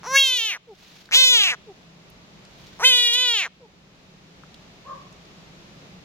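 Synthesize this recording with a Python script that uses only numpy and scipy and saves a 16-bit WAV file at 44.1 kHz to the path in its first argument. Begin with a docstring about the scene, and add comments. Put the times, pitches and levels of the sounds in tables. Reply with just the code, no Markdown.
"""A far engine drones under hissing weeds. At once a captured frog, hung from a cord at a walker's hip,
screams close by: larynx pulses ring a mouth that gapes and shuts, then a soft squeak follows.
Cloth brushes, cord and stems tick, and the frog screams and squeaks again from 1.1 s and from 2.8 s.
Gain control pulls each scream down just after its onset, then lets the field swell back.
At 4.8 s a distant dog yelps once."""
import sys
import numpy as np
from scipy import signal
from scipy.fft import rfft, irfft, next_fast_len
from scipy.io import wavfile
from scipy.ndimage import uniform_filter1d, map_coordinates

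SR = 44100
rng = np.random.default_rng(int(sys.argv[2]) if len(sys.argv) > 2 else 0)


def pcm_store(signal):
    """Save signal as 16-bit PCM."""
    levels = np.round(np.clip(np.atleast_2d(signal), -1, 1) * 32767)
    wavfile.write(sys.argv[1], SR, levels.astype(np.int16).T)


N = 266364
TIME_S = np.arange(N) / SR
TOP_HZ = 15950


def amp(db):
    """Decibels to gain."""
    return 10 ** (np.asarray(db) / 20)


def unit(x):
    """Scale to rms 1."""
    return x / np.sqrt(np.mean(x ** 2) + 1e-20)


def along(points, hz):
    """(freq_hz, value) points read on a log axis."""
    freq_hz, values = np.transpose(points)
    return np.interp(np.log(hz + 1), np.log(freq_hz), values)


def drift(rate_hz, t=TIME_S):
    """Smooth random curve at times t."""
    return map_coordinates(rng.standard_normal(int(rate_hz * N / SR) + 4), [t * rate_hz])


def bump(t, centre_s, width_s):
    """Gaussian of peak 1."""
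    return np.exp(-((t - centre_s) / width_s) ** 2)


def rise(x):
    """Smooth step from 0 to 1 around x = 0."""
    return (1 + np.tanh(x / 2)) / 2


def progress(start_s, length_s):
    """Ramp from 0 to 1 over a call."""
    return np.clip((TIME_S - start_s) / length_s, 0, 1)


def filtered(x, response):
    """Apply a frequency response."""
    size = next_fast_len(N + SR // 2)
    return irfft(rfft(x, size) * response(np.fft.rfftfreq(size, 1 / SR)), size)[..., :N]


def resonance(hz, centre_hz, width_hz):
    """Causal resonance, peak gain 1."""
    return 1j * hz * width_hz / (centre_hz ** 2 - hz ** 2 + 1j * hz * width_hz)


def causal(gain):
    """Minimum-phase response with this gain."""
    cepstrum = irfft(np.log(gain + 1e-6))
    half = cepstrum.shape[-1] // 2
    return np.exp(rfft(cepstrum * np.r_[1, np.full(half - 1, 2), 1, np.zeros(half - 1)]))


def noise(spectrum, side_db):
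    """Coloured stereo noise, rms 1."""
    mid, side = filtered(rng.standard_normal((2, N)), lambda hz: amp(along(spectrum, hz)))
    return unit(np.array([mid + amp(side_db) * side, mid - amp(side_db) * side]))


def bursts(count, size, decay_s):
    """Spectra of decaying noise bursts, energy 1 each."""
    waves = rng.standard_normal((count, size)) * np.exp(-np.arange(size) / SR / decay_s)
    return rfft(waves / np.linalg.norm(waves, axis=1, keepdims=True))


def tone(pitch_hz, harmonics_db, waver):
    """Wavering tone of a few harmonics."""
    phase = 2 * np.pi * np.cumsum(pitch_hz * (1 + waver * drift(210))) / SR
    return np.sqrt(2) * sum(amp(db) * np.sin(k * phase) for k, db in enumerate(harmonics_db, 1))


# outdoor echo decay: freq_hz, t60_s
ECHO_DECAY = [(300, 0.59), (1200, 0.45), (4000, 0.66), (12000, 0.054)]


def echo(x):
    """Vegetation scatters a diffuse tail; the top treble dies first."""
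    hz, t, spectra = signal.stft(rng.standard_normal((2, SR // 2)), SR, nperseg=256)
    decay = amp(-60 * t / along(ECHO_DECAY, hz)[:, None])
    _, tail = signal.istft(spectra * decay, SR, nperseg=256)
    return signal.fftconvolve(np.atleast_2d(x), tail / np.linalg.norm(tail[0]), axes=1)[:, :N]


# engine drone: freq_hz, density_db
ENGINE_SPECTRUM = [(12, -48.5), (20, -13), (59, -5.5), (97, -8.5), (177, 0.5), (240, -8), (419, -10),
                   (454, -12.5), (624, -13), (900, -22.5), (1170, -56.5), (1980, -120)]


def engine(drone_db=-50.5, hum_db=-56.5, hum_hz=172.3):
    """Far engine: low noise plus a narrow hum."""
    hum = unit(filtered(rng.standard_normal(N), lambda hz: resonance(hz, hum_hz, width_hz=46) ** 2))
    swell = amp(0.29 * drift(7.9))
    return swell * (amp(drone_db) * noise(ENGINE_SPECTRUM, side_db=-10.5) + amp(hum_db) * hum)


# weed hiss: freq_hz, density_db
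WEED_SPECTRUM = [(240, -35.5), (400, -3.5), (489, -7), (616, -5.5), (935, -5), (1180, -5), (1530, -8),
                 (2590, -6.5), (3020, -8), (3810, -8), (6850, -16), (8500, -29.5), (14100, -32.5),
                 (16000, -39)]


def weeds(level_db=-51):
    """Weeds rustle in a wide, near-steady hiss."""
    return amp(level_db + 0.39 * drift(8)) * noise(WEED_SPECTRUM, side_db=1)


def dog(start_s=4.842, length_s=.125, top_hz=565, level_db=-48.5, arch=.15):
    """Far, hoarse yelp, arched in pitch and smeared by echo."""
    u = progress(start_s, length_s)
    pitch_hz = top_hz * (1 - arch * (2 * u - 1) ** 2)
    yelp = amp(level_db) * np.sin(np.pi * u) * tone(pitch_hz, [0, 10, -9], waver=0.0398)
    return yelp + amp(-1) * echo(yelp)


# cloth strokes: centre_s, width_s, level_db
CLOTH_STROKES = [(0.905, 0.17, -43), (2.672, 0.14, -53)]
# cloth friction: freq_hz, density_db
CLOTH_SPECTRUM = [(400, -4), (1200, -4), (3800, 1), (6500, -6.5), (8500, -20), (16000, -19)]


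def cloth(flutter_db=2.5):
    """Clothes brush in uneven swells of noise."""
    strokes = sum(amp(db) * bump(TIME_S, centre_s, width_s) for centre_s, width_s, db in CLOTH_STROKES)
    return strokes * amp(flutter_db * drift(140)) * noise(CLOTH_SPECTRUM, side_db=-3)


# cord and stem ticks: start_s, peak_db, ring_hz
CORD_TICKS = [(1.057, -35, 4440), (1.09, -30, 1420), (1.832, -56, 2950), (2.101, -44, 11000),
              (2.451, -39.5, 4760), (2.668, -37, 3895), (4.435, -32.5, 1340), (4.543, -34, 3560),
              (5.126, -44, 6000), (5.253, -42, 4200)]


def ticks(t60_s=0.024, damping=0.54, size=2048):
    """Cord and stems snap, each with a brief ring."""
    out = np.zeros((2, N))
    decay = amp(-60 * np.arange(size) / SR / t60_s)
    hz = np.fft.rfftfreq(size, 1 / SR)
    for start_s, peak_db, ring_hz in CORD_TICKS:
        crack = (rng.standard_normal(size) + 0.56 * rng.standard_normal((2, size))) * decay
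        snap = irfft(rfft(crack) * resonance(hz, ring_hz, damping * ring_hz) ** 2)
        out[:, round(start_s * SR):][:, :size] += amp(peak_db) * snap / abs(snap).max()
    return out


# squeak after each scream: start_s, length_s, pitch_hz, level_db
FROG_SQUEAKS = [(0.669, 0.076, 500, -32.5), (1.663, 0.067, 477, -37.5), (3.596, .08, 553, -41.5)]


def squeaks(fall=0.285):
    """Soft falling notes; the second harmonic grows as each sinks."""
    out = np.zeros(N)
    for start_s, length_s, pitch_hz, level_db in FROG_SQUEAKS:
        u = progress(start_s, length_s)
        note = tone(pitch_hz * (1 - fall * u), [0, -24 + 24 * u, -28], waver=0.015)
        out += amp(level_db) * np.sin(np.pi * u) * note
    return out


def fold_pitch(t, start_s, end_s, held, creak_hz=121, slack_hz=193.7):
    """Folds tighten out of a creak, hold, then go slack."""
    times_s, pitches_hz = np.transpose([*held, (end_s, slack_hz)])
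    tension = np.sin(np.pi / 2 * np.clip((t - start_s) / (times_s[0] - start_s), 0, 1))
    return creak_hz + (np.interp(t, times_s, pitches_hz) - creak_hz) * tension


# body radiation, carrying the lowest harmonics: freq_hz, gain_db
BODY_RADIATION = [(250, -2.5), (480, 4.5), (900, 1.5), (1400, -2), (2100, 1), (3000, 0.5), (3900, 4),
                  (5200, -5), (8000, -23.5), (16000, -30.5)]


def mouth_ring(hz, mouth_hz):
    """Main resonance; a wider gape damps it more and passes more treble."""
    ring = abs(resonance(hz, mouth_hz, width_hz=360 + 0.033 * mouth_hz))
    return ring * amp(along(BODY_RADIATION, hz)) / np.hypot(1, (hz / (1.8 * mouth_hz)) ** 2)


# throat overtones: freq_hz, gain_db
THROAT_OVERTONES = [(2500, -30.5), (4200, 3), (5000, -3.5), (5700, 0.5), (7100, -0.5), (8200, -14),
                    (9500, -11.5), (11100, -8.5), (12500, -17), (14200, -16), (16000, -17)]


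def throat_ring(hz, mouth_hz):
    """Overtone gain; a second resonance stands out with the jaw nearly shut."""
    second = (2500 / mouth_hz) ** 2 * abs(resonance(hz, 5350 + 0.36 * mouth_hz, width_hz=700)) ** 2
    return amp(along(THROAT_OVERTONES, hz)) * np.hypot(1, second)


# dips in the low harmonics: centre_s, width_s, gain_db
LOW_DIPS = [(0.376, .03, -9.5), (1.284, .025, -8), (3.057, 0.1, -11)]


def thinning(t, hz):
    """The low harmonics thin out briefly."""
    dip_db = sum(db * bump(t, centre_s, width_s) for centre_s, width_s, db in LOW_DIPS)
    return amp(dip_db * np.interp(hz, [300, 1000, 1450, 2000], [0, 1, 1, 0]))


# breaks into a rasp: centre_s, width_s, added_roughness, flare_db
VOICE_RASPS = [(1.146, 0.0172, .35, 3.5), (1.428, .06, 0.5, 0), (3.14, 0.011, .4, 9)]
TAUT_HZ, TAUT_ROUGHNESS = 522, .05


def gesture(row, t, pitch_hz, shut_hz=1110, shut_db=-24, close_s=0.036, release_s=.017):
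    """The jaw drops, then shuts as air runs out; slack folds get quieter and rougher."""
    start_s, end_s, drop_s, jaw_s, attack_s, open_hz, level_db, tiring_db_per_s, treble_db, *_ = row
    jaw = (t - drop_s) / jaw_s
    gape = rise(jaw) * (1 - np.exp(-(end_s - t) / close_s))
    mouth_hz = shut_hz + gape * (open_hz * (pitch_hz / TAUT_HZ) ** 0.37 - shut_hz)
    muffle_db = shut_db * rise(-.75 * (jaw + 1.88))  # the push of air leads the jaw
    edge_db = -18 * (np.exp(-(t - start_s) / attack_s) + np.exp(-(end_s - t) / release_s))
    slack_db = -7 * rise(jaw) * np.log2(TAUT_HZ / pitch_hz)
    level_db += tiring_db_per_s * (t - drop_s) + muffle_db + edge_db + slack_db
    treble_db += 3.5 * rise(-jaw)  # air forced past the shut jaw
    rough = TAUT_ROUGHNESS + .75 * np.clip(1 - pitch_hz / TAUT_HZ, 0, 1)
    for centre_s, width_s, added_roughness, flare_db in VOICE_RASPS:
        rasp = bump(t, centre_s, width_s)
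        rough += added_roughness * rasp
        treble_db += flare_db * rasp
    return level_db, treble_db, mouth_hz, gape, np.clip(rough, 0, 1)


def to_ears(pulse, when_s, lead_ms, size, ground_db=-14):
    """Ground, cloth and leaves colour each pulse differently for each ear."""
    hz = np.fft.rfftfreq(size, 1 / SR)
    scatter = np.interp(hz, [2000, 3500, 5000, 9000], [.08, .12, .35, .55])
    first = np.maximum((when_s * SR).astype(int) - size // 8, 0)
    ears = []
    for arrival_s in (when_s - lead_ms / 2000, when_s + lead_ms / 2000):
        detour_s = .0042 + .00012 * drift(16, when_s)  # ground bounce shifts as the frog swings
        path = 1 + amp(ground_db) * np.exp(-2j * np.pi * hz * detour_s)
        path *= (1 + scatter * bursts(1, size, decay_s=0.001)) / np.hypot(1, scatter)
        waves = irfft(pulse * path * np.exp(-2j * np.pi * hz * (arrival_s - first / SR)))
        ears.append(np.bincount((first + np.arange(size)).ravel(), waves.ravel(), N)[:N])
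    return np.array(ears)


def scream(row, held, swing_ms, size=1024):
    """Each larynx snap rings mouth and throat; rough folds snap unevenly and hiss."""
    start_s, end_s, *_, hollow_db, top_fade_db_per_s, bass_db = row
    t = np.arange(start_s, end_s, 1 / SR)
    tremor = 1 + .0028 * drift(50, t) + .0018 * drift(160, t)
    cycles = np.cumsum(fold_pitch(t, start_s, end_s, held) * tremor) / SR
    snaps_s = np.interp(np.arange(int(cycles[-1]) + 1), cycles, t)[:, None]
    pitch_hz = fold_pitch(snaps_s, start_s, end_s, held)
    level_db, treble_db, mouth_hz, gape, rough = gesture(row, snaps_s, pitch_hz)
    mouth_hz *= 1 + .015 * drift(25, snaps_s) + .07 * rough * drift(90, snaps_s)  # throat flutter
    hz = np.fft.rfftfreq(size, 1 / SR)
    harmonics_hz = pitch_hz * np.arange(1, 65)

    def voiced(ring):
        """Ring scaled for a pulse train of rms 1."""
        gains = ring(harmonics_hz, mouth_hz) * (harmonics_hz < TOP_HZ)
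        power = 2 * np.sum(gains ** 2, axis=1, keepdims=True)
        return ring(hz, mouth_hz) * SR / pitch_hz / np.sqrt(power)

    # snaps soften as the frog tires
    fade_db = top_fade_db_per_s * (snaps_s - start_s) * np.interp(hz, [5000, 12000], [0, 1])
    notch_db = hollow_db * np.interp(hz, [3900, 4900, 5500, 6800], [0, 1, 1, 0])
    highs = amp(treble_db + fade_db + notch_db + 1.4 * drift(35.15, snaps_s))
    lows = amp(bass_db * gape * np.interp(hz, [1450, 2400], [1, 0])) * thinning(snaps_s, hz)
    pulse = causal(np.hypot(lows * voiced(mouth_ring), highs * voiced(throat_ring)))
    # a turbulent puff per snap blurs the upper harmonics
    blur = rough * np.interp(hz, [2500, 4200, 5600, 14000], [.2, .5, 1.7, 2.2])
    pulse *= (1 + blur * bursts(len(snaps_s), size, decay_s=0.0014)) / np.hypot(1, blur)
    chance = rng.standard_normal((len(snaps_s), 2))
    alternation_db = 2 * (rough - TAUT_ROUGHNESS) * np.cos(np.pi * np.arange(len(snaps_s)))[:, None]
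    shimmer_db = 1.4 * rough * chance[:, :1] + (.4 + .8 * rough) * drift(70, snaps_s)
    pulse *= amp(level_db + alternation_db + shimmer_db)
    # slack folds creak out of step
    slack = np.clip(1 - pitch_hz / 440, 0, 1)
    jitter_s = 4e-4 * slack * rough * chance[:, 1:]
    lead_ms = np.interp(snaps_s, [start_s, end_s], swing_ms)
    return to_ears(pulse, snaps_s + jitter_s, lead_ms, size)


# screams: start_s, end_s, drop_s, jaw_s, attack_s, open_hz, level_db, tiring_db_per_s,
# treble_db, hollow_db, top_fade_db_per_s, bass_db
FROG_SCREAMS = [(.033, 0.576, 0.17, .012, .03, 3265, -4, -14.5, -11, -0.5, 1, 0),
                (1.112, 1.554, 1.108, 0.0069, 0.0086, 3456, -5, -11.5, -11.5, 1.5, -8.5, 2),
                (2.791, 3.482, 2.844, 0.0051, .004, 3260, -7, -3, -11, -3.5, -13, 3.5)]
# held pitch, one list per scream: time_s, pitch_hz
HELD_PITCH = [
    [(0.085, 507), (0.093, 515), (0.163, 548.4), (0.211, 545.7), (0.369, 492.7), (0.409, 448.2),
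     (0.447, 447.4), (0.481, 428.2), (0.51, 391.5)],
    [(1.172, 511), (1.204, 521), (1.338, 492), (1.368, 461.8), (1.43, 390.8), (1.442, 391.7), (1.47, 361.5)],
    [(2.845, 500), (2.879, 525.6), (2.923, 497), (3.123, 474.2), (3.175, 496.7), (3.225, 504.3),
     (3.335, 465.7), (3.377, 413.3), (3.41, 372.4)],
]
# swing on the cord as left-ear lead, one row per scream: start_lead_ms, end_lead_ms
CORD_SWING = [(-.015, .075), (.15, .128), (.105, .05)]


def frog(left_db=.35, echo_db=-37):
    """Three close screams and their squeaks, with a faint outdoor echo."""
    screams = sum(scream(*rows) for rows in zip(FROG_SCREAMS, HELD_PITCH, CORD_SWING))
    voice = (screams + squeaks()) * amp([[left_db], [-left_db]])
    return voice + amp(echo_db) * echo(voice)


def scene():
    """The frog up close, the field around it."""
    return frog() + dog() + ticks() + engine() + weeds() + cloth()


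def gain_control(x, threshold_db=-21.5, attack_s=0.066, recover_s=0.73, first_cut_db=2, hop=128):
    """Gain drops fast while the channel mean is loud, then recovers slowly."""
    power = abs(uniform_filter1d(x.mean(axis=0) ** 2, size=4 * hop))[::hop]
    excess_db = np.maximum(10 * np.log10(power + 1e-12) - threshold_db, 0)
    cut_db = [first_cut_db]
    for target_db in excess_db[1:]:
        lag_s = attack_s if target_db > cut_db[-1] else recover_s
        cut_db.append(cut_db[-1] + (target_db - cut_db[-1]) * hop / SR / lag_s)
    return x * amp(-np.interp(np.arange(N), np.arange(0, N, hop), cut_db))


def record(dry):
    """Gain control, then the band limit."""
    return filtered(gain_control(dry), lambda hz: hz < TOP_HZ)


dry = scene()
out = record(dry)
pcm_store(out)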